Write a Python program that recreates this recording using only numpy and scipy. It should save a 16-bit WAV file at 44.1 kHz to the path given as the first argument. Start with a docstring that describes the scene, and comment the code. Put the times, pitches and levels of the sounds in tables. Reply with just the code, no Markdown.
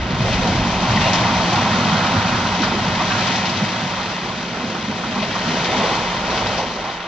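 """The ground shudders and floors boom onto each other: a tower block comes down a few streets away,
heard outdoors between houses. Masonry roars onto the heap and concrete shatters in a dense crackle.
The roar sinks once the tower is down, surges again as the last of it lands, and fades.
Continuous layers are hails of random clicks shaped by a spectrum; single blows are swells of band noise."""
import sys
import numpy as np
from scipy import signal
from scipy.fft import rfft, irfft, next_fast_len
from scipy.io import wavfile
from scipy.ndimage import uniform_filter1d

SR = 44100
rng = np.random.default_rng(int(sys.argv[2]) if len(sys.argv) > 2 else 0)


def wav_record(signal):
    """Record a signal, one row per channel, as 16-bit PCM in the file named by sys.argv[1]."""
    frames = np.transpose(np.atleast_2d(signal))
    bounded = np.clip(frames, -1, 1)
    # unit amplitude maps onto the largest positive 16-bit level
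    quanta = np.round(bounded * 32767).astype(np.int16)
    wavfile.write(sys.argv[1], SR, quanta)


N = 311909
TIME = np.arange(N) / SR
PADDED = next_fast_len(N + SR // 2)
HZ = np.maximum(np.arange(PADDED // 2 + 1) * SR / PADDED, 1)

# Levels are relative within a layer; each layer function trims them.
# ground shaking: (time [s], level [dB])
SHAKE_LEVEL = [(0.0, -21.5), (0.18, -36), (0.4, -26), (1.7, -39.5), (2.8, -35), (3.7, -48), (4.8, -45.5),
               (6.45, -35), (7.07, -48)]
# heavy sections jolting the ground: (time [s], peak [dB], pitch [Hz], t60 [s])
GROUND_JOLTS = [(0.075, -18.5, 52.3, 0.31), (0.22, -20, 51.7, 0.46), (0.3, -19.5, 49.2, 0.3),
                (0.525, -24, 54, 0.43), (0.655, -26, 54, 0.18), (0.855, -16.5, 54.5, 0.36),
                (1.324, -19, 58.8, 0.32), (3.948, -26, 56.7, 0.41), (4.2, -28, 54.8, 0.54),
                (5.306, -40, 55, .3), (6.31, -25, 52, 0.25)]
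# floors crushing each other: (time [s], level [dB])
MASS_LEVEL = [(0.0, -25.5), (0.2, -21), (0.36, -21), (0.5, -17), (0.75, -21), (1.2, -18), (1.9, -19.5),
              (2.5, -21), (3.4, -22), (4.1, -27.5), (5.7, -25), (6.55, -26.5), (7.07, -37.5)]
# whole floors landing: (time [s], peak [dB], pitch [Hz], t60 [s])
FLOOR_THUDS = [(0.1, -12.5, 185, 0.14), (0.125, -12, 112, 0.13), (0.188, -10, 117, 0.17),
               (0.243, -16, 118, 0.21), (0.287, -12.5, 95, 0.26), (0.378, -14, 212, 0.32),
               (0.425, -12.5, 181, 0.23), (0.535, -19.5, 111, 0.56), (0.64, -13.5, 205, 0.17),
               (0.79, -14.5, 210, 0.49), (0.87, -14.5, 109, 0.36), (0.945, -11, 180, 0.44),
               (1.69, -12.5, 179, 0.36), (1.781, -8.5, 181, 0.11), (1.849, -8.5, 184, 0.35),
               (1.92, -10.5, 176, 0.35), (2.125, -11.5, 228, 0.37), (2.15, -14.5, 103, 0.57),
               (2.231, -13, 186, 0.24), (2.594, -12.5, 252, 0.14), (2.85, -15, 177, 0.41),
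               (3.609, -8, 169, 0.095), (3.819, -15, 178, 0.12), (4.63, -19.5, 200, 0.17),
               (4.876, -17, 210, 0.14), (5.077, -19, 215, 0.17), (5.155, -16.5, 204, 0.4),
               (5.452, -14, 196, 0.59), (5.59, -21, 141, 0.25), (5.757, -14.5, 208, 0.37),
               (6.42, -26, 103, 0.73)]
# debris flowing onto the heap: (time [s], tumbling masonry [dB], shattering concrete [dB])
DEBRIS_LEVELS = [(0.0, -29, -28), (0.16, -24.5, -27), (0.28, -23, -22.5), (0.78, -19.5, -23),
                 (1.05, -18.5, -19), (1.36, -17, -21.0), (1.48, -19.5, -21), (1.78, -18.5, -21),
                 (2.15, -18, -21.5), (2.4, -20.5, -22.5), (2.93, -21.5, -23), (3.28, -20, -19.5),
                 (3.41, -21.5, -21.5), (3.5, -22.5, -22), (3.65, -23.5, -23.5), (4.05, -25, -25.5),
                 (4.45, -29.5, -28), (5.0, -27.5, -27.5), (5.3, -26, -24.5), (5.55, -21.5, -22.5),
                 (5.83, -20, -20.5), (6.24, -22.5, -25), (6.32, -19, -22.5), (6.61, -22.5, -24.5),
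                 (6.68, -25, -27.5), (6.79, -27, -29.5), (6.85, -25.5, -27.5), (7.07, -30, -30.5)]
# ends of the masonry's roar: (time [s], heavy blocks [dB], small fragments [dB])
MASONRY_SIZES = [(0.0, 5, 5.5), (0.8, -1, -4), (1.3, -5.5, -2), (1.5, 2, 0.5), (1.7, -2, 2.5),
                 (2.3, -3.5, 4), (2.7, 1, 2.5), (3.2, -2.5, -1.5), (4.0, -1, 4), (4.7, 4, 5), (5.8, 0, 0),
                 (6.3, -1.5, -1), (6.7, 2, -3.5), (7.07, -1.5, 3.5)]
# slabs and bricks slamming onto rubble: (time [s], peak [dB], pitch [Hz], t60 [s])
SLAB_SLAMS = [(0.234, -16, 595, 0.45), (0.41, -17.5, 510, 0.42), (0.45, -15, 643, 0.35),
              (0.828, -16, 850, 0.23), (0.92, -17, 930, 0.16), (1.055, -12, 650, 0.33),
              (1.135, -13.5, 866, 0.13), (1.185, -13.5, 892, 0.19), (1.243, -10.5, 877, 0.26),
              (1.395, -14.5, 870, 0.079), (1.52, -10, 887, 0.18), (1.57, -12.5, 930, .2),
              (1.655, -12, 844, 0.11), (1.87, -15, 933, 0.24), (2.0, -19.5, 1450, 0.37),
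              (2.19, -30, 1330, 0.24), (2.315, -15.5, 1310, 0.25), (2.45, -17, 1230, 0.1),
              (2.514, -13, 894, 0.12), (2.625, -14, 1350, 0.16), (2.73, -18, 337, 0.28),
              (2.849, -20, 980, 0.13), (2.997, -10.5, 920, 0.15), (3.095, -15, 1294, 0.44),
              (3.444, -17, 774, 0.07), (3.976, -19, 980, 0.22), (4.255, -21, 896, 0.073),
              (4.292, -16.5, 844, 0.1), (4.59, -20.5, 870, 0.2), (4.741, -17.5, 994, 0.09),
              (5.032, -18.5, 1210, 0.099), (5.151, -16, 910, 0.28), (5.227, -14, 680, 0.054),
              (5.35, -13.5, 995, 0.086), (5.535, -24, 467, 0.2), (5.675, -20, 442, 0.55),
              (5.727, -10.5, 750, .09), (5.795, -13, 820, 0.23), (5.832, -13.5, 487, 0.25),
              (5.85, -14, 900, 0.07), (5.905, -14.5, 870, 0.16), (5.97, -16.5, 834, 0.12),
              (6.458, -17.5, 680, 0.098), (6.58, -13, 725, 0.12), (6.625, -20, 500, 0.1),
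              (6.838, -20.5, 825, 0.093), (6.874, -18, 820, 0.09)]
# beams and panels snapping: (time [s], peak [dB], pitch [Hz], t60 [s])
BEAM_CRACKS = [(0.3305, -12.5, 3170, 0.078), (0.47, -19, 4390, .08), (1.008, -15, 2900, .08),
               (1.131, -11.5, 4630, 0.083), (1.152, -13, 4000, 0.064), (1.5279, -15, 4960, 0.078),
               (1.556, -12, 3420, 0.086), (1.968, -17, 3500, .14), (2.063, -13, 3300, 0.082),
               (2.618, -12, 3700, 0.07), (2.634, -11, 3480, 0.13), (3.116, -14, 3100, .06),
               (3.268, -15, 3900, 0.11), (3.357, -13.5, 4300, 0.065), (3.453, -14, 3280, 0.11),
               (3.494, -13.5, 3500, 0.077), (3.57, -14.5, 3670, 0.089), (3.826, -23, 3400, .05),
               (5.224, -14.5, 2971, 0.11), (5.324, -19, 3300, .07), (5.644, -13.5, 3496, 0.086),
               (6.311, -18, 3500, 0.065), (6.374, -13.5, 3160, 0.088), (6.468, -15, 3391, 0.071),
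               (6.576, -16, 3650, 0.19), (6.718, -21, 3170, 0.098), (6.9, -25, 3300, .08)]
# hard pieces clacking together: (time [s], peak [dB], pitch [Hz], t60 [s])
HARD_CLACKS = [(0.972, -10.5, 1950, .03), (1.015, -16, 1990, 0.054), (1.157, -18, 1900, 0.028),
               (1.236, -18, 1970, 0.048), (1.3448, -18, 2000, 0.051)]
# one thin squeak: (start [s], length [s], level [dB], base pitch [Hz])
SQUEAK_EVENT = (1.012, 0.082, -26, 2768)

# spectrum of the shaking ground: (frequency [Hz], gain [dB])
GROUND_SPECTRUM = [(6, -44), (12, -11.5), (21, -23), (27, -16), (37, -4.5), (54, 0), (68, 1), (85, -37)]
# spectrum of the crushing floors: (frequency [Hz], gain [dB])
BOOM_SPECTRUM = [(58, -37), (76, -13.5), (96, -4), (120, -4.5), (159, -8), (175, 4), (197, -1.5), (220, -6),
                 (250, -5), (275, -11.5), (335, -15), (400, -23)]
# spectrum of tumbling masonry: (frequency [Hz], gain [dB])
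MASONRY_SPECTRUM = [(240, -45), (310, -6.5), (350, -5.5), (450, -5), (540, -3), (585, -4), (630, -0.3),
                    (695, -4.5), (745, 0.8), (825, -3), (945, 1.1), (1100, -4), (1220, -7.5), (1300, -4.5),
                    (1520, -7.5), (1800, -25.5)]
# spectrum of shattering concrete: (frequency [Hz], gain [dB])
SHATTER_SPECTRUM = [(1380, -8), (1620, -2.5), (1950, 1.5), (2300, -1), (2550, 0.4), (2790, -2.5),
                    (3100, -0.5), (4300, -6), (5100, -10.5), (5380, -11.5), (6000, -12.5), (6800, -21.5),
                    (8000, -32.5), (9000, -51.5)]

# two microphone ports: (frequency [Hz], left minus right [dB], left lead [rad], likeness [0-1])
PORT_RESPONSE = [(60, 0.5, -0.1, 0.986), (200, -0.7, -0.07, 0.993), (700, -1.6, -0.24, 0.98),
                 (1100, -0.0, -0.2, 0.94), (1350, -9.2, -0.59, 0.83), (1480, -5.4, -0.25, 0.92),
                 (1660, -11.1, 0.97, 0.51), (1900, -0.8, 1.01, 0.91), (2500, 3.5, 0.42, 0.83),
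                 (3400, 4.9, 0.05, 0.78), (4600, 8.4, -0.77, 0.62), (6100, 12.1, -1.68, 0.39),
                 (7100, 4.8, -3.07, 0.34), (8200, -12.8, -3.79, 0.11)]
# echoes from nearby walls: (delay [ms], level [dB])
WALL_ECHOES = [(7.67, -20), (8.49, -22), (9.36, -20)]
# reflections from right beside the left port: (delay [ms], level [dB])
LEFT_PORT_ECHOES = [(1.59, -21), (2.0, -25)]
WALL_DULL_HZ = 2500  # wall echoes lose treble above this
NEAR_FROM_HZ = 900  # left-port reflections lose bass below this
CUTOFF_HZ = 8500

# when the top reaches the heap; the boom loses its depth over LAST_FLOORS_S before that
TOWER_DOWN_S, LAST_FLOORS_S = 4.3, 1.2
DEEP_TALL_DB, DEEP_DOWN_DB = -1, -6.3  # deepest part of the boom: tower tall, tower down
HOLLOW_HZ, HOLLOW_HALF_WIDTH_HZ, HOLLOW_DB = 477, 76, -2.5  # dip in the roar while the tower is tall
GRIT_PER_DB = 0.03  # extra dB of fine grit per dB of shattering
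GRIT_FROM_S, GRIT_UNTIL_S, GRIT_FADE_DB_PER_S = 0.29, 6.73, 15  # grit fades outside this span
# sprays of chips from single breaks
SPRAYS_PER_S, SPRAY_RISE_S, SPRAY_DECAY_S, SPRAY_SWING_DB = 90, 0.002, 0.007, 0.5
# small heaps of bricks toppling: they stand out more as the flow thins
TOPPLES_PER_S, TOPPLE_RISE_S, TOPPLE_DECAY_S = 40, 0.004, 0.015
TOPPLE_SWING_DB, TOPPLE_DB_PER_DB = 0.25, 0.06


def from_db(db):
    """Decibels to gain."""
    return 10 ** (np.asarray(db) / 20)


def rms_one(x):
    """Scale to unit power."""
    return x / np.sqrt(np.mean(x ** 2) + 1e-20)


def in_time(rows):
    """One value per sample for each column of a curve."""
    time_s, *columns = np.transpose(rows)
    return [np.interp(TIME, time_s, column) for column in columns]


def in_frequency(rows):
    """One value per frequency bin for each column, interpolated over log frequency."""
    hz, *columns = np.transpose(rows)
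    return [np.interp(np.log(HZ), np.log(hz), column) for column in columns]


def filtered(x, response):
    """Apply a frequency response."""
    return irfft(rfft(x, PADDED) * response, PADDED)[..., :N]


def butter(x, hz, kind, order=2):
    """Causal low-, high- or band-pass."""
    sos = signal.butter(order, np.clip(hz, 10, .45 * SR), kind, fs=SR, output="sos")
    return signal.sosfilt(sos, x)


def drift(corner_hz):
    """Smooth random wander, rms 1: white noise low-passed at corner_hz."""
    return rms_one(filtered(rng.standard_normal(N), 1 / (1 + (HZ / corner_hz) ** 2)))


def flurries(per_s, rise_s, decay_s):
    """Random little surges of uneven size, each rising quickly and dying away; mean 0, spread 1."""
    starts = (rng.random(N) < per_s / SR) * rng.uniform(.3, 1, N)
    rise = 1 + 2j * np.pi * HZ * rise_s
    decay = 1 + 2j * np.pi * HZ * decay_s
    surges = filtered(starts, 1 / (rise * decay))
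    return rms_one(surges - surges.mean())


def impacts(spectrum, per_s, spread_db):
    """A hail of random-sign clicks, sized by chance and shaped by one spectrum; rms 1."""
    sizes = from_db(spread_db * np.minimum(rng.exponential(1, N), 4))
    chance = np.maximum(per_s, 1) / SR
    hits = rng.random(N) < chance
    signs = rng.choice([-1, 1], N)
    clicks = hits * sizes * signs / np.sqrt(np.minimum(chance, 1))  # power independent of rate
    gain_db, = in_frequency(spectrum)
    inside = (HZ > spectrum[0][0]) & (HZ < spectrum[-1][0])
    return rms_one(filtered(clicks, from_db(gain_db) * inside))


def evened(x, span_s):
    """So many pieces fall at once that their summed power holds steady over a short span."""
    power = uniform_filter1d(x ** 2, max(int(span_s * SR), 1), mode="reflect")
    return x / np.sqrt(np.maximum(power, 1e-6))


def sorted_by_size(x, split_hz, lows_db, highs_db):
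    """Shift the weight between large, low pieces and small, high ones."""
    lows = filtered(x, 1 / (1 + (HZ / split_hz) ** 8))
    return lows * from_db(lows_db) + (x - lows) * from_db(highs_db)


def bursts(rows, width, rise_s):
    """Each blow is a quick, solid swell of crushing noise around its own pitch that dies away."""
    out, t = np.zeros(N + SR), TIME[:SR // 2]
    noises = rng.standard_normal((len(rows), len(t)))
    for (start_s, peak_db, hz, t60_s), noise in zip(rows, noises):
        low_hz, high_hz = hz / (1 + width), hz * (1 + width)
        band = butter(noise, [low_hz, high_hz], "band")
        crush = evened(band, span_s=1 / (high_hz - low_hz))
        swell = (1 - np.exp(-t / rise_s)) * from_db(-60 * t / t60_s)
        blow = butter(crush * swell, [low_hz, high_hz], "band")
        start = max(round(start_s * SR), 0)
        out[start:start + len(t)] += from_db(peak_db) * blow / np.abs(blow).max()
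    return out[:N]


def standing():
    """1 while the tower is tall, sinking to 0 as its top reaches the heap."""
    return np.clip((TOWER_DOWN_S - TIME) / LAST_FLOORS_S, 0, 1)


def hollowed(x):
    """The low mids are hollow at first and fill in as the tower goes down."""
    dip = filtered(x, 1 / (1 + ((HZ - HOLLOW_HZ) / HOLLOW_HALF_WIDTH_HZ) ** 4))
    return x + dip * (from_db(HOLLOW_DB * standing()) - 1)


def ground():
    """The ground shudders as low, dense impacts, with a jolt for each heavy section that lands."""
    level_db, = in_time(SHAKE_LEVEL)
    shudder = evened(impacts(GROUND_SPECTRUM, per_s=2300, spread_db=-2.5), span_s=0.21)
    jolts = bursts(GROUND_JOLTS, width=0.23, rise_s=0.014)
    return from_db(level_db - 1.0) * shudder + from_db(-7.0) * jolts


def squeak():
    """A brief sine squeak, roughened in pitch and level, that arches a little in pitch."""
    start_s, length_s, level_db, base_hz = SQUEAK_EVENT
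    arch = np.sin(np.pi * np.clip((TIME - start_s) / length_s, 0, 1))
    pitch_hz = base_hz + 16 * arch + 12 * drift(120)
    envelope = from_db(level_db + 2 * drift(60)) * np.sqrt(np.abs(arch))
    return envelope * np.sin(2 * np.pi * np.cumsum(pitch_hz) / SR)


def shattering():
    """Concrete breaks into a crackle of chips, grittier when louder, with single snaps and clacks."""
    _, level_db = in_time(DEBRIS_LEVELS)
    chips_per_s = 20000 * from_db(level_db - level_db.max())
    chips = impacts(SHATTER_SPECTRUM, per_s=chips_per_s, spread_db=2.5)
    outside_s = np.abs(TIME - np.clip(TIME, GRIT_FROM_S, GRIT_UNTIL_S))
    grit_db = GRIT_PER_DB * (level_db - level_db.mean()) - GRIT_FADE_DB_PER_S * outside_s
    spurts_db = 0.8 * drift(26)  # fine grit comes in little spurts
    chips = sorted_by_size(chips, split_hz=3900, lows_db=-2.5, highs_db=grit_db + spurts_db)
    cracks = butter(bursts(BEAM_CRACKS, width=0.51, rise_s=0.00091), 6700, "low", order=8)
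    clacks = bursts(HARD_CLACKS, width=0.1, rise_s=0.00092)
    sprays_db = SPRAY_SWING_DB * flurries(SPRAYS_PER_S, SPRAY_RISE_S, SPRAY_DECAY_S)
    crackle = from_db(level_db + sprays_db - 3.5) * evened(chips, span_s=0.19)
    return crackle + from_db(-5.5) * cracks + from_db(-3.0) * clacks


def masonry():
    """Blocks and bricks roar, thicker when louder and shifting in size; slabs slam through it."""
    level_db, _ = in_time(DEBRIS_LEVELS)
    heavy_db, small_db = in_time(MASONRY_SIZES)
    blocks_per_s = 8000 * from_db(level_db - level_db.max())
    roar = evened(impacts(MASONRY_SPECTRUM, per_s=blocks_per_s, spread_db=0.9), span_s=0.06)
    roar = sorted_by_size(roar, split_hz=570, lows_db=heavy_db, highs_db=-1.5)
    roar = sorted_by_size(roar, split_hz=1400, lows_db=0.5, highs_db=small_db)
    slams = bursts(SLAB_SLAMS, width=0.36, rise_s=0.0069)
    swing_db = TOPPLE_SWING_DB + TOPPLE_DB_PER_DB * (level_db.max() - level_db)
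    topples_db = swing_db * flurries(TOPPLES_PER_S, TOPPLE_RISE_S, TOPPLE_DECAY_S)
    return from_db(level_db + topples_db - 2.0) * hollowed(roar) + from_db(-3.5) * slams


def falling_mass():
    """The stacked floors boom, deepest while the tower is tall, with single heavy thuds."""
    level_db, = in_time(MASS_LEVEL)
    deep_db = DEEP_DOWN_DB + (DEEP_TALL_DB - DEEP_DOWN_DB) * standing()
    boom = impacts(BOOM_SPECTRUM, per_s=4000, spread_db=0.0)
    boom = sorted_by_size(boom, split_hz=145, lows_db=deep_db, highs_db=-0.5)
    thuds = bursts(FLOOR_THUDS, width=0.3, rise_s=0.008)
    return from_db(level_db - 3.0) * evened(boom, span_s=0.071) + from_db(-4.0) * thuds


def collapse():
    """The ground and all sizes of debris together."""
    return ground() + shattering() + masonry() + falling_mass()


def echo_response(rows):
    """Frequency response of a sum of delayed copies."""
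    return sum(from_db(db) * np.exp(-2j * np.pi * HZ * ms / 1000) for ms, db in rows)


def off_walls(x):
    """Walls add short, dull echoes that ripple the roar; a close surface reflects treble at the left."""
    walls = echo_response(WALL_ECHOES) / (1 + (HZ / WALL_DULL_HZ) ** 2)
    near = echo_response(LEFT_PORT_ECHOES) / (1 + (NEAR_FROM_HZ / HZ) ** 2)
    both = 1 + walls
    return filtered(x, np.array([both + near, both]))


def scene():
    """Both ports share the direct sound; what the houses scatter is unrelated in its fine detail."""
    balance_db, lead_rad, alike = in_frequency(PORT_RESPONSE)
    sides = np.array([[1], [-1]])  # left, right
    ports = from_db(sides * balance_db / 2) * np.exp(.5j * sides * lead_rad)
    direct = ports * np.sqrt(1 + alike)
    scattered = ports * np.sqrt(1 - alike) * sides
    # keeps the sum of the ports flat
    centre = np.hypot(np.abs(direct.mean(axis=0)), np.abs(scattered.mean(axis=0)))
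    direct_sound = filtered(collapse() + squeak(), direct / centre)
    scattered_sound = filtered(collapse(), scattered / centre)  # fresh random draws
    return off_walls(direct_sound + scattered_sound)


def record(dry):
    """A steep elliptic low-pass cuts off the top."""
    return signal.sosfilt(signal.ellip(10, .1, 90, CUTOFF_HZ, fs=SR, output="sos"), dry)


dry = scene()
out = record(dry)
wav_record(out)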